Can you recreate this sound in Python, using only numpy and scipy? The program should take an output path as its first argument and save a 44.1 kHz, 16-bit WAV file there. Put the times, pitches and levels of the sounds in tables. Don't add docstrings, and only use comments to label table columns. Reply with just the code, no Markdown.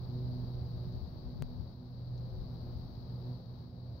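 import sys
import numpy as np
from scipy import signal
from scipy.fft import rfft, irfft
from scipy.io import wavfile

SR = 44100
rng = np.random.default_rng(int(sys.argv[2]) if len(sys.argv) > 2 else 0)


def generate_wav(sig):
    pcm = np.round(np.clip(np.atleast_2d(sig).T, -1, 1) * 32767).astype(np.int16)
    wavfile.write(sys.argv[1], SR, pcm)


N = 176400
T = np.arange(N) / SR
FREQS_HZ = np.fft.rfftfreq(N, 1 / SR)

# time_s, relative_db
SWELL = [(0, 2), (.4, 2.2), (1, 1.8), (1.35, 0), (1.6, -0.1), (1.8, -3), (2.05, -1.5), (2.35, 0.7),
         (2.7, 1.76), (3, 0.5), (3.33, 1.5), (3.45, -2.3), (3.6, -0.4), (3.72, -4.5), (4, -0.5)]


def engine():
    # time_s, pitch_hz
    firing = [(0, 123.8), (.45, 123.5), (.75, 122.1), (1.1, 121.6), (1.6, 122.2), (2.1, 123), (2.7, 121.4),
              (3.3, 122.7), (4, 121.9)]
    # time_s, relative_db
    base_levels = [(0.0, -43), (0.2, -38), (0.88, -41), (1.2, -55.5), (1.44, -42), (1.49, -63), (1.56, -51),
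                   (1.71, -56), (2.14, -38), (2.29, -44.5), (2.71, -44), (2.9, -49.5), (3.34, -39),
                   (3.42, -63), (3.49, -45.5), (3.69, -53.5), (3.93, -42), (4.0, -61)]
    # time_s, relative_db
    second_levels = [(0.0, -68), (0.13, -51), (0.44, -50.5), (0.66, -61), (1.44, -55), (1.73, -64.5),
                     (1.83, -52), (2.09, -75.5), (2.58, -55.5), (3.24, -61), (3.3, -48), (3.5, -69),
                     (3.55, -54.5), (4.0, -64.5)]
    # time_s, relative_db
    upper_levels = [(0, -67.5), (.17, -54), (.45, -55.5), (.9, -59), (1.35, -63.5), (1.6, -64),
                    (1.85, -69.5), (2.1, -67.5), (2.35, -59.5), (2.52, -63.5), (2.7, -59), (2.95, -63.5),
                    (3.3, -60.5), (3.45, -68.5), (4, -68)]
    # pitch_multiple, offset_db
    upper_tones = [(3, -4), (4, -10.5), (5, -13), (6, -19.5)]
    fade_db, fade_hz, right_delay_s = 2.5, 6.8, 0.00022
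    pitch_hz = curve(firing)[0]
    left_phase = 2 * np.pi * np.cumsum(pitch_hz) / SR
    phase = np.array([left_phase, left_phase - 2 * np.pi * pitch_hz * right_delay_s])
    base_db = curve(base_levels)[0] - 1 + 0.9 * drift(9.5)
    out = amp(base_db) * np.sin(phase + 0.28 * drift(fade_hz))
    overtones = [(2, curve(second_levels)[0] - .5)]
    overtones += [(round(multiple), curve(upper_levels)[0] + db) for multiple, db in upper_tones]
    for multiple, db in overtones:
        waver = rng.uniform(0, 2 * np.pi) + 0.36 * drift(fade_hz)
        out += amp(db + fade_db * drift(fade_hz)) * np.sin(multiple * phase + waver)
    return np.sqrt(2) * out * amp([[-.8], [.7]])


def traffic():
    # pitch_hz, relative_db
    tone = [(10, -21.5), (25, -11.5), (50, -3.5), (85, 3), (140, -1), (185, -3.5), (225, -10), (310, -16),
            (430, -18), (650, -19.5), (1000, -26), (1500, -36), (2400, -45.5), (4000, -50.5), (8000, -73.5)]
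    # pitch_hz, likeness (0 to 1), left_minus_right_db
    sides = [(39, .8, 0), (132, 0.99, -2), (297, 0.82, 1.5), (660, 0.47, 1.7), (1280, 0, 4), (3020, 0, 2)]
    right_delay_s = .00007
    likeness, balance_db = by_hz(sides)
    shared, separate = white()
    delay = np.exp(-2j * np.pi * FREQS_HZ * right_delay_s)
    left = shared * amp(balance_db / 2)
    right = (likeness * delay * shared + np.sqrt(1 - likeness ** 2) * separate) * amp(-balance_db / 2)
    rumble = unit(irfft(np.array([left, right]) * amp(by_hz(tone)), N))
    return rumble * amp(-47.5 + 0.94 * curve(SWELL) + .5 * drift(21))


def wind():
    # time_s, left_db, right_db
    breeze_levels = [(0, -47.5, -50.5), (.85, -51, -49.5), (1.1, -54, -55), (1.55, -44, -58),
                     (1.78, -60.5, -66.5), (2.1, -48, -53), (2.5, -47.5, -61.5), (3.05, -52.5, -53.5),
                     (3.3, -58, -65.5), (4, -69.5, -66)]
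    # pitch_hz, relative_db
    breeze_tone = [(8, -21), (25, 3.5), (50, 1.5), (100, -3.5), (180, -13), (400, -34), (1500, -76.5)]
    # peak_s, half_width_s, level_db, pitch_hz, side (0 left, 1 right)
    bumps = [(0.034, 0.03, -45, 49.7, 1), (0.243, 0.023, -38, 64.4, 1), (0.322, 0.037, -42.5, 75, 0),
             (0.416, 0.044, -43, 85, 1), (0.58, 0.017, -38, 60, 1), (.76, 0.021, -38.5, 45.2, 0),
             (.88, 0.019, -38.5, 69.6, 1), (0.97, .025, -36.5, 55, 0), (1.034, 0.022, -35, 60.3, 0),
             (1.268, 0.02, -36, 66.4, 0), (1.365, 0.033, -40, 107, 0), (1.415, .045, -35, 108, 0),
             (1.608, 0.03, -34.5, 79, 0), (2.376, 0.063, -39, 44.6, 0), (2.765, .04, -40, 48, 0)]
    spread_octaves = 0.62
    out = noise(breeze_tone) * amp(curve(breeze_levels))
    for peak_s, half_width_s, level_db, pitch_hz, side in bumps:
        shape = np.exp(-((T - peak_s) / half_width_s) ** 2)
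        band = np.exp(-.5 * (np.log2((FREQS_HZ + 1) / pitch_hz) / spread_octaves) ** 2)
        puff = shape * irfft(rfft(rng.standard_normal(N)) * band, N)
        out[round(side)] += amp(level_db) * puff * np.sqrt(np.sum(shape ** 2) / np.sum(puff ** 2))
    return out


def hums():
    # pitch_hz, level_db
    low_hums = [(171, -60.5), (184, -63.5)]
    # time_s, level_db
    whine_levels = [(0, -76), (1.8, -76.5), (2.25, -62), (2.55, -68), (2.9, -74), (3.3, -68), (3.6, -74),
                    (4, -69)]
    whine_hz = 522.7
    tones = list(low_hums) + [(whine_hz, curve(whine_levels)[0])]
    return sum(amp(db + 2.5 * drift(4)) * np.sin(2 * np.pi * hz * T + .8 * drift(3.6))
               for hz, db in tones)


def hiss():
    # pitch_hz, left_relative_db, right_relative_db
    tone = [(2000, -32.5, -36.5), (2810, -25, -27), (3220, -16, -25.5), (3600, -14, -19), (3906, 0, -19),
            (4110, -3.5, -20.5), (4510, 1.5, -13.5), (4760, -3, -21), (5190, -10.5, -25.5),
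            (5800, -20.5, -31.5), (6370, -25.5, -34.5), (7400, -45.5, -55.5), (9000, -62, -63.5)]
    return noise(tone) * amp(-66 + curve(SWELL) + 0.48 * drift(38))


def ticks():
    # start_s, level_db
    bursts = [(.925, -60), (2.178, -56), (3.458, -61)]
    # pitch_hz, relative_db
    tone = [(2000, -35.5), (3300, -8), (4500, 9.5), (5500, -5), (6500, -11), (7500, -28), (10000, -49)]
    decay_s, right_db = 0.0065, -15
    shape = sum(amp(db) * (T >= start_s) * np.exp(-abs(T - start_s) / decay_s) for start_s, db in bursts)
    spectrum = rfft(shape * rng.standard_normal(N)) * unit(amp(by_hz(tone)[0]))
    return irfft(spectrum, N) * amp([[0], [right_db]])


def fizz():
    # pitch_hz, relative_db
    tone = [(3000, -27), (9500, -22.5), (10500, -10.5), (12000, -0.5), (13500, 0), (15600, 3.5)]
    return noise(tone) * amp(-76.5 + 1.3 * curve(SWELL))


def microphone_noise():
    return amp(-90.5) * rng.standard_normal((2, N))


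def recorder_click():
    start_s, decay_s, pitch_hz = 1.4233, 0.0018, 148
    left_db, right_db = -27, -35.5
    age_s = np.maximum(T - start_s, 0)
    swing = (T >= start_s) * np.exp(-age_s / decay_s) * np.cos(2 * np.pi * pitch_hz * age_s)
    return -swing * amp([[left_db], [right_db]])


def amp(db):
    return 10 ** (np.asarray(db) / 20)


def unit(x):
    return x / np.sqrt(np.mean(x ** 2) + 1e-30)


def curve(table):
    times_s, *columns = np.transpose(table)
    return np.array([np.interp(T, times_s, column) for column in columns])


def by_hz(table):
    hz, *columns = np.transpose(table)
    return np.array([np.interp(np.log(FREQS_HZ + 1), np.log(hz + 1), column) for column in columns])


def white():
    return rfft(rng.standard_normal((2, N)))


def noise(tone):
    return unit(irfft(white() * amp(by_hz(tone)), N))


def drift(rate_hz):
    slow_band = (FREQS_HZ > 0) * np.exp(-(FREQS_HZ / rate_hz) ** 2)
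    return unit(irfft(rfft(rng.standard_normal(N)) * slow_band, N))


def scene():
    return engine() + hums() + traffic() + hiss() + fizz() + microphone_noise() + wind() + ticks()


def record(dry):
    cutoff_hz = 15760
    treble_cut = signal.firwin(511, cutoff_hz, window=("kaiser", 9), fs=SR)
    return signal.oaconvolve(dry + recorder_click(), treble_cut[None], "same")


dry = scene()
out = record(dry)
generate_wav(out)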